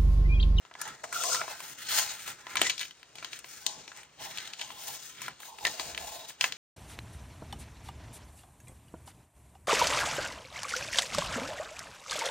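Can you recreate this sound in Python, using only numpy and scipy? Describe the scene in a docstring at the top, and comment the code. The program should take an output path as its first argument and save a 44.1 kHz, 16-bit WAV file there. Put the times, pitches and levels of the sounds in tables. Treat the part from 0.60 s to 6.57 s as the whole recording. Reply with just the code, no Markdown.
"""Folding paper on a desk

Hands fold and slide a sheet on a desk mat under a phone, in a quiet room. Rubbing is a dense
shower of fibre slips that hisses in the sheet, rings the desk and at times squeaks. Creases
snap in short bursts with an early echo and a small room tail. Hands bump the desk softly."""
import sys
import numpy as np
from scipy import signal
from scipy.fft import rfft, irfft
from scipy.io import wavfile
from scipy.ndimage import uniform_filter1d

SR = 44100
rng = np.random.default_rng(int(sys.argv[2]) if len(sys.argv) > 2 else 0)


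def pcm_store(signal):
    """Save signal as 16-bit PCM."""
    levels = np.round(np.clip(np.atleast_2d(signal), -1, 1) * 32767)
    wavfile.write(sys.argv[1], SR, levels.astype(np.int16).T)


N = 263277


def undb(db):
    return 10 ** (np.asarray(db) / 20)


def unit(x):
    return x / np.sqrt(np.mean(x ** 2))


def per_bin(points):
    """(Hz, value) points interpolated over log frequency at every FFT bin."""
    hz, values = np.transpose(points)
    return np.interp(np.log(np.fft.rfftfreq(N, 1 / SR) + 1), np.log(hz), values)


def colour(x, points):
    """Filter by a (Hz, dB) curve."""
    return irfft(rfft(x) * undb(per_bin(points)), N)


def band(x, hz, width_hz):
    """One resonance, gain 1 at its centre."""
    return signal.lfilter(*signal.iirpeak(min(hz, .45 * SR), hz / width_hz, SR), x)


def walk(rate_hz):
    """Random levels joined by ramps; spread near 1."""
    step = int(SR / rate_hz)
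    return 0.97 * uniform_filter1d(np.repeat(rng.standard_normal(N // step + 1), step), step)[:N]


def swell_db(start_s, rise_s, hold_s, fall_s):
    """0 dB from start_s for hold_s; slopes of 20 dB per rise_s before and per fall_s after."""
    t = np.arange(N) / SR
    before = (start_s - t) / max(rise_s, .003)
    after = (t - start_s - hold_s) / max(fall_s, .003)
    return -20 * np.maximum(np.maximum(before, after), 0)


def rubbing(sheet_gain, desk_gain, hiss_gain, airy_gain):
    """The same fibre slips drive sheet rustle, desk ring, fine hiss, airy top and squeaks."""
    # Spectra of rustle, hiss and airy top. Each row: frequency in Hz, relative density in dB.
    sheet_spectrum = [(700, -55.5), (1200, 7), (2000, 2.5), (2500, 0.5), (3200, 2), (4200, 0),
                      (6500, -19.5)]
    hiss_spectrum = [(3200, -26), (4600, -7), (5400, -3.5), (6500, 1), (7300, -0.5), (8400, -3),
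                     (11000, -13.5)]
    airy_spectrum = [(7500, -26), (9500, -10.5), (11000, -14.5), (15500, -13.5)]
    grain = 1.4 + unit(fibre_slips(rate_hz=380, spread_db=7, fade_ms=7.4))
    drive = grain * rng.standard_normal((2, N))
    desk = desk_ring(drive)
    squeaks = rubbing_squeaks(drive)
    bent = unit(drive) + undb(7) * unit(bent_sheet(drive))
    sheet = undb(0.75 * walk(33)) * colour(bent, sheet_spectrum)
    hiss = undb(1.8 * walk(35)) * colour(bent, hiss_spectrum)
    airy = colour(drive, airy_spectrum)
    return (sheet_gain * unit(sheet) + desk_gain * unit(desk) + hiss_gain * unit(hiss)
            + airy_gain * unit(airy) + squeaks)


def fibre_slips(rate_hz, spread_db, fade_ms):
    """Slip envelope: sudden starts, quick fades, a few larger than the rest."""
    onsets = rng.random(N) < rate_hz / SR
    sizes = undb(spread_db * np.minimum(rng.exponential(size=N), 3))
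    return signal.lfilter([1], [1, -np.exp(-1000 / (fade_ms * SR))], onsets * sizes)


def stroke_gains():
    """Gains of sheet, desk, hiss and airy top; strokes add in power."""
    # Strokes of paper and fingers. Each row: start of full level, rise, hold and fall in seconds,
    # then sheet, desk, hiss and airy levels in dB.
    strokes = [(0.206, 0.046, 0.089, 0.14, -48, -53, -48.5, -77),
               (0.436, 0.003, 0.0048, 0.054, -61, -43.5, -44, -93.5),
               (0.545, 0.033, 0.056, 0.18, -44, -64, -42, -47),
               (0.671, 0.18, 0.086, 0.16, -41.5, -38, -37.5, -45),
               (0.887, 0.11, 0.043, 0.066, -49, -50, -49, -54),
               (1.026, 0.22, 0.1, 0.055, -51.5, -61.5, -51.5, -52),
               (1.182, .02, 0.08, 0.074, -49, -77, -56, -53.5),
               (1.288, 0.011, 0.1, 0.061, -41, -70, -42, -41.5),
               (1.349, 0.095, 0.053, 0.19, -39, -46, -37.5, -36.5),
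               (1.508, 0.08, 0.13, 0.11, -52.5, -79, -54.5, -55.5),
               (1.663, 0.016, 0.043, 0.085, -45, -58, -45.5, -50),
               (1.913, 0.17, 0.019, 0.039, -50, -57, -51.5, -62),
               (2.021, 0.069, 0.04, 0.11, -40, -51.5, -38.5, -70.5),
               (2.203, .04, 0.052, 0.095, -55, -79, -57, -59),
               (2.569, 0.053, 0.11, 0.073, -56, -64.5, -58, -82),
               (2.732, 0.061, 0.047, 0.063, -53.5, -80, -53, -64),
               (2.85, 0.03, 0.18, 0.087, -59.5, -73, -56.5, -60),
               (3.066, 0.037, 0.045, 0.22, -53.5, -52.5, -55.5, -70),
               (3.368, 0.19, 0.033, 0.079, -59.5, -62.5, -56, -79),
               (3.613, 0.048, 0.093, 0.087, -49, -52.5, -54.5, -55),
               (3.754, 0.08, 0.073, 0.24, -49.5, -61, -54, -63),
               (4.003, 0.044, 0.024, 0.091, -52.5, -57.5, -53.5, -82),
               (4.283, 0.39, 0.066, 0.09, -50, -52.5, -52.5, -45.5),
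               (4.432, 0.12, 0.032, 0.23, -55.5, -94, -55, -54),
               (4.629, 0.14, 0.039, 0.081, -48, -63, -54.5, -57),
               (4.803, 0.011, 0.076, 0.18, -60.5, -59, -64, -56),
               (5.05, 0.2, 0.046, 0.4, -53, -51.5, -55, -53.5),
               (5.192, 0.11, 0.11, 0.1, -49.5, -51, -48, -55),
               (5.399, 0.12, 0.21, 0.13, -52, -49.5, -53.5, -54),
               (5.69, 0.035, 0.0086, 0.068, -52, -59, -51, -48.5),
               (5.818, 0.029, 0.026, 0.16, -43.5, -56, -46.5, -47.5)]
    resting_db = np.c_[[-66.5, -80.5, -70, -105]]  # fingers lying still
    power = undb(resting_db) ** 2
    for start_s, rise_s, hold_s, fall_s, *levels_db in strokes:
        envelope = undb(swell_db(start_s, rise_s, hold_s, fall_s))
        # The airy top needs speed, so it comes and goes faster.
        envelopes = np.array([envelope, envelope, envelope, envelope ** 2])
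        power = power + (undb(np.c_[levels_db]) * envelopes) ** 2
    return np.sqrt(power)


def bent_sheet(drive):
    """Narrow bands come and go; how tightly the sheet is bent sets which are strongest."""
    # Rustle peak. Each row: time in seconds, frequency in Hz.
    bend = [(.4, 1800), (.7, 3960), (.85, 1980), (1.4, 3000), (1.85, 2000), (2.25, 3000), (3.0, 2400),
            (3.1, 4300), (3.4, 2000), (3.6, 3200), (3.82, 2500), (4.45, 3800), (4.65, 2300), (4.9, 4200),
            (5.37, 2300), (5.55, 4000), (5.85, 2300)]
    bend_hz = np.interp(np.arange(N) / SR, *np.transpose(bend))
    out = np.zeros((2, N))
    for hz in 1400 * 1.105 ** np.arange(19):
        octaves_off = np.abs(np.log2(bend_hz / hz))
        out += undb(4 * walk(9) - 10.5 * octaves_off) * band(drive, hz, 0.054 * hz)
    return out


def desk_ring(drive):
    """Where the hand presses sets which desk mode rings most."""
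    # Desk modes. Each row: frequency in Hz, width in Hz, relative level in dB.
    modes = [(515, 72, 1), (689.4, 111, 3), (841, 130, 5), (1016, 49, 4)]
    # Favoured pitch. Each row: time in seconds, frequency in Hz.
    press = [(0, 960), (.45, 695), (0.751, 600), (.9, 800), (1.45, 817), (2., 1020), (3.0, 860),
             (4.35, 830), (4.7, 1030), (4.92, 880), (5.05, 765), (5.3, 720), (5.97, 790)]
    press_hz = np.interp(np.arange(N) / SR, *np.transpose(press))
    out = np.zeros((2, N))
    for hz, width_hz, db in modes:
        octaves_off = np.abs(np.log2(press_hz / hz))
        ring = band(band(drive, hz, width_hz), hz, 3 * width_hz) / np.sqrt(width_hz)
        out += undb(db + 3.6 * walk(35) - 23.2 * octaves_off) * ring
    return out


def rubbing_squeaks(drive, width_hz=144):
    """Short pitched squeaks and rings of paper and desk under the rubbing."""
    # Each row: start in seconds, hold in seconds, pitch in Hz, level in dB.
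    squeaks = [(0.189, 0.054, 1410, -54), (0.274, 0.051, 1390, -52), (0.525, 0.092, 1380, -41.5),
               (0.635, 0.15, 1060, -43.5), (0.7, 0.12, 1360, -39.5), (1.964, 0.019, 1050, -40.5),
               (2.052, 0.013, 2020, -32), (4.884, 0.06, 890, -55.5), (5.051, 0.022, 1830, -35.5)]
    out = np.zeros((2, N))
    for start_s, hold_s, hz, db in squeaks:
        tone = unit(band(band(drive, hz, width_hz), hz, 3 * width_hz))
        out += undb(db + swell_db(start_s, rise_s=0.006, hold_s=hold_s, fall_s=0.026)) * tone
    return undb(1.3 * walk(65)) * out


def crease_snaps():
    """A crease gives way in a few ms of cracks that ring its own patch of paper."""
    # Each row: start in seconds, ring peak in dB, ring centre in Hz,
    # treble and body in dB relative to the ring, burst length in ms.
    snaps = [(0.051, -46.5, 1830, -36, 8, 1.4), (0.1115, -49, 1390, -29, 6, 6),
             (0.139, -39.5, 3170, -27, -30, 2.2), (0.1522, -36.5, 1430, -41, -4, 1.8),
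             (0.214, -29.5, 1400, 3.5, -40, 7.1), (0.2745, -35, 1450, -2, -17, 12.6),
             (0.4388, -30.5, 1300, -49.5, -10, 7.6), (0.5256, -27.5, 1360, -3, -38, 6.8),
             (0.635, -27.5, 1610, 3, -9, 7.4), (0.746, -23.5, 1400, -25, -32, 4.7),
             (0.8152, -28, 1170, -23, 1, 2.73), (0.8794, -39, 1180, -6, 8.5, 2.5),
             (1.0037, -30.5, 1900, -3, -3.5, 3.4), (1.6761, -33, 1830, 1, 0.5, 10),
             (1.8678, -28, 1540, -25, -12, 3.3), (1.955, -19, 1950, -7, -34, 3.5),
             (1.9684, -14, 2370, -58, -19, 8.3), (1.9948, -24, 1960, -18, -32, 0.67),
             (2.0157, -8, 2170, -5, -5.5, 2.6), (2.0672, -16.5, 2490, -19, -32, 2.45),
             (2.0952, -14, 2900, -19, -21, 12.3), (2.1795, -25, 3640, -24, -41, 2.9),
             (2.193, -24, 3840, -24, -39.5, 6.3), (2.206, -26, 2530, -20, -27, 1.9),
             (2.211, -23.5, 3070, -9, -39, 6.9), (2.222, -26.5, 2460, -16, -35, 2.24),
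             (2.2291, -26, 2610, -30, -22, 7.2), (2.253, -33.5, 2980, -15, -40, 3.9),
             (2.309, -35, 2880, -19, -26, 3.2), (2.43, -35.5, 2400, -18, -36, 1.4),
             (2.5534, -34.5, 3020, -8, -8, 8.2), (2.5834, -33, 2650, -40, -9, 5.4),
             (2.626, -32, 1690, -20, -8, 4.5), (2.6463, -21, 2500, -20, -21, 1.9),
             (2.7311, -24, 2420, -49, -19, 4.3), (2.7906, -38.5, 1980, 6.5, -33, 1.45),
             (2.8438, -33, 2080, -38, -8, 2.6), (3.0647, -11, 4000, -15, -15, 1.87),
             (3.278, -32.5, 2380, -35, -8, 4.24), (3.317, -37.5, 1580, -36, -59, 4.3),
             (3.373, -40.5, 2500, 1.5, -25, 1.4), (3.3847, -38, 1940, -36, -24, 3.6),
             (3.431, -40.5, 2220, -4.5, -25, 5.1), (3.7736, -23.5, 2630, -6.5, -21, 3.5),
             (3.784, -22, 2640, -32, -21, 1.66), (3.803, -29.5, 2620, -25, -26, 1.35),
             (3.874, -31.5, 2970, -9, -38, 2.6), (3.9352, -25, 2740, -19, -19, 0.77),
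             (3.993, -31, 2720, -19, -9, 6.9), (4.0115, -24, 2970, -33, -15, 9.1),
             (4.1037, -34.5, 1810, -18, 3.5, 2.34), (4.618, -30.5, 2090, 2, -8, 2.9),
             (4.6809, -25, 1130, -10.5, -24, 4.64), (4.803, -35, 2900, -4, -4.5, 1.15),
             (4.832, -36.5, 1470, -22, -25, 3), (4.9857, -35, 1940, -6, -2, 3.4),
             (5.051, -10.5, 2150, -19, -13.5, 3.9), (5.0677, -17, 3290, -31, -8.5, 5.3),
             (5.0757, -24, 1730, -24, -10, 1.4), (5.1968, -20, 2470, -44, -4.5, 2.52),
             (5.3474, -25, 2120, -31, -32, 3.4), (5.377, -19, 2210, -11, -48, 1.54),
             (5.704, -38, 2020, -19, -10, 2.5), (5.8103, -11.5, 2900, -22, -24, 1.82),
             (5.841, -11.5, 1760, -49, -11.5, 4.5), (5.923, -20.5, 2950, -26, -42, 1.3)]
    # Modes of the folded sheet. Each row: frequency in Hz, width in Hz, relative level in dB.
    fold_modes = [(1010, 36, 5), (1470, 146, 4), (1846, 330, -1), (2488, 190, 2), (3285, 580, -2),
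                  (4210, 610, -5), (6500, 240, 4.5)]
    treble_sos = signal.butter(2, [5000, 11500], "band", fs=SR, output="sos")
    out, t = np.zeros((2, N)), np.arange(SR // 20) / SR
    for start_s, peak_db, hz, treble_db, body_db, burst_ms in snaps:
        progress = 1000 * t / burst_ms
        cracks = rng.standard_normal((2, len(t))) * undb(3 * rng.standard_normal(len(t)))
        cracks *= np.exp(-(progress / 0.56) ** 1.01) * np.minimum(progress / 0.4, 1)
        cracks[:, int(SR * burst_ms / 5000)] += undb(9.5) * np.abs(cracks).max()  # hard early crack
        fold = sum(undb(db) * band(cracks, mode_hz, width_hz) for mode_hz, width_hz, db in fold_modes)
        paper = unit(cracks) + undb(-14) * unit(fold)
        ring = unit(band(band(paper, hz, 0.75 * hz), hz, 2.8 * hz))
        treble = signal.sosfilt(treble_sos, cracks)
        body = band(band(cracks, 1130, 560) + undb(-12) * band(cracks, 470, 280), 840, 1400)
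        burst = ring + undb(treble_db) * unit(treble) + undb(body_db) * unit(body)
        burst *= undb(peak_db) / np.abs(ring).max(axis=1, keepdims=True)
        i = int(start_s * SR)
        out[:, i:i + len(t)] += burst[:, :N - i]
    return out


def desk_bumps(sheet_gain):
    """The desk top rumbles and thuds as hands land or lean on it."""
    # Each row: start of full level in seconds, hold in seconds, rumble in dB, thud in dB.
    bumps = [(0.287, 0.04, -62, -82), (0.804, 0.027, -65, -86), (1.72, 0.016, -60.5, -78),
             (1.974, 0.05, -50.5, -73), (3.18, 0.028, -56.5, -90), (3.63, 0.025, -63, -78),
             (4.105, 0.044, -64, -82), (4.67, 0.034, -60.5, -81), (5.06, .04, -53.5, -66),
             (5.244, 0.24, -59.5, -62), (5.863, 0.062, -62, -85)]
    rumble_power, thud_power = sum(
        undb(np.c_[levels_db] + swell_db(start_s, rise_s=0.1, hold_s=hold_s, fall_s=0.088)) ** 2
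        for start_s, hold_s, *levels_db in bumps)
    leaning_rumble = undb(-65.5) * (sheet_gain / undb(-53)) ** 0.48  # follows the rustle
    leaning_thud = undb(-81.5)
    noise = rng.standard_normal((2, N))
    rumble = undb(1.18 * walk(7.2)) * (band(noise, 135, 64) + undb(-4.5) * band(noise, 313, 360))
    thud = band(band(noise, 72, 22), 62, 45)
    return (np.sqrt(rumble_power + leaning_rumble ** 2) * unit(rumble)
            + np.sqrt(thud_power + leaning_thud ** 2) * unit(thud))


def with_reflections(x, echo_ms=3, echo_db=-5, t60_s=0.21):
    """One early echo off desk and phone, then a short diffuse tail."""
    # Tail colour. Each row: frequency in Hz, relative gain in dB.
    tail_curve = [(200, 3.5), (700, -3.5), (2000, -11), (4000, -2), (7000, 2), (12000, -24.5)]
    t = np.arange(SR // 3) / SR
    tail = rng.standard_normal((2, len(t))) * np.exp(-np.log(1000) * t / t60_s) * (t > .005)
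    tail *= undb(-4) / np.sqrt(np.sum(tail ** 2) / 2)
    lag = int(echo_ms * SR / 1000)
    echo = undb(echo_db) * np.pad(x, ((0, 0), (lag, 0)))[:, :N]
    return x + echo + signal.fftconvolve(colour(x, tail_curve), tail, axes=1)[:, :N]


def room_tone():
    """Faint steady noise of the room."""
    # Each row: frequency in Hz, relative density in dB.
    spectrum = [(50, -8), (110, -8), (300, 14.5), (1000, 18), (3000, 1), (7000, 4), (10000, -51)]
    return undb(-71) * unit(colour(rng.standard_normal((2, N)), spectrum))


def stereo_image(x):
    """Mid and side to stereo; around 11-12 kHz left and right are in opposite phase."""
    # Stereo width. Each row: frequency in Hz, side minus mid in dB.
    side_db = [(60, -11), (400, -12), (850, -3), (1500, -8.5), (2300, -11.5), (3300, -13.5), (5000, 1.5),
               (8000, 1), (8700, -9), (10000, 1.5), (10600, 18.5), (12000, 30), (12700, -3.5), (13500, -18),
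               (16000, -12.5)]
    # Balance. Each row: frequency in Hz, left minus right in dB.
    left_db = [(100, 1), (1300, -1.5), (2400, -1.5), (4200, 2.5), (6500, 9.5), (7600, 4.5), (8600, -1),
               (16000, 1.5)]
    # Phase. Each row: frequency in Hz, lead of the left channel in radians.
    lead_rad = [(60, 0), (2100, 0.32), (3300, 1.43), (4700, 0.4), (6300, 6), (7600, -0.5), (8500, 0),
                (16000, 0)]
    side_ratio = undb(per_bin(side_db))
    mid, side = rfft(x) / np.sqrt(1 + side_ratio ** 2)
    side *= side_ratio
    tilt = undb(per_bin(left_db) / 2) * np.exp(.5j * per_bin(lead_rad))
    return irfft(np.array([(mid + side) * tilt, (mid - side) / tilt]), N)


def scene(master_db=3):
    """Paper, desk and room, mixed as mid and side rows; master_db adds to all source levels."""
    air = room_tone()
    gains = stroke_gains()
    mix = rubbing(*gains) + with_reflections(crease_snaps()) + desk_bumps(gains[0]) + air
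    return stereo_image(mix) * undb(master_db)


def record(dry, low_hz=45, top_hz=15800):
    """The phone thins the deepest bass and cuts the top."""
    thin = signal.sosfilt(signal.butter(2, low_hz, "high", fs=SR, output="sos"), dry)
    return signal.sosfilt(signal.ellip(10, .2, 80, top_hz, fs=SR, output="sos"), thin)


dry = scene()
out = record(dry)
pcm_store(out)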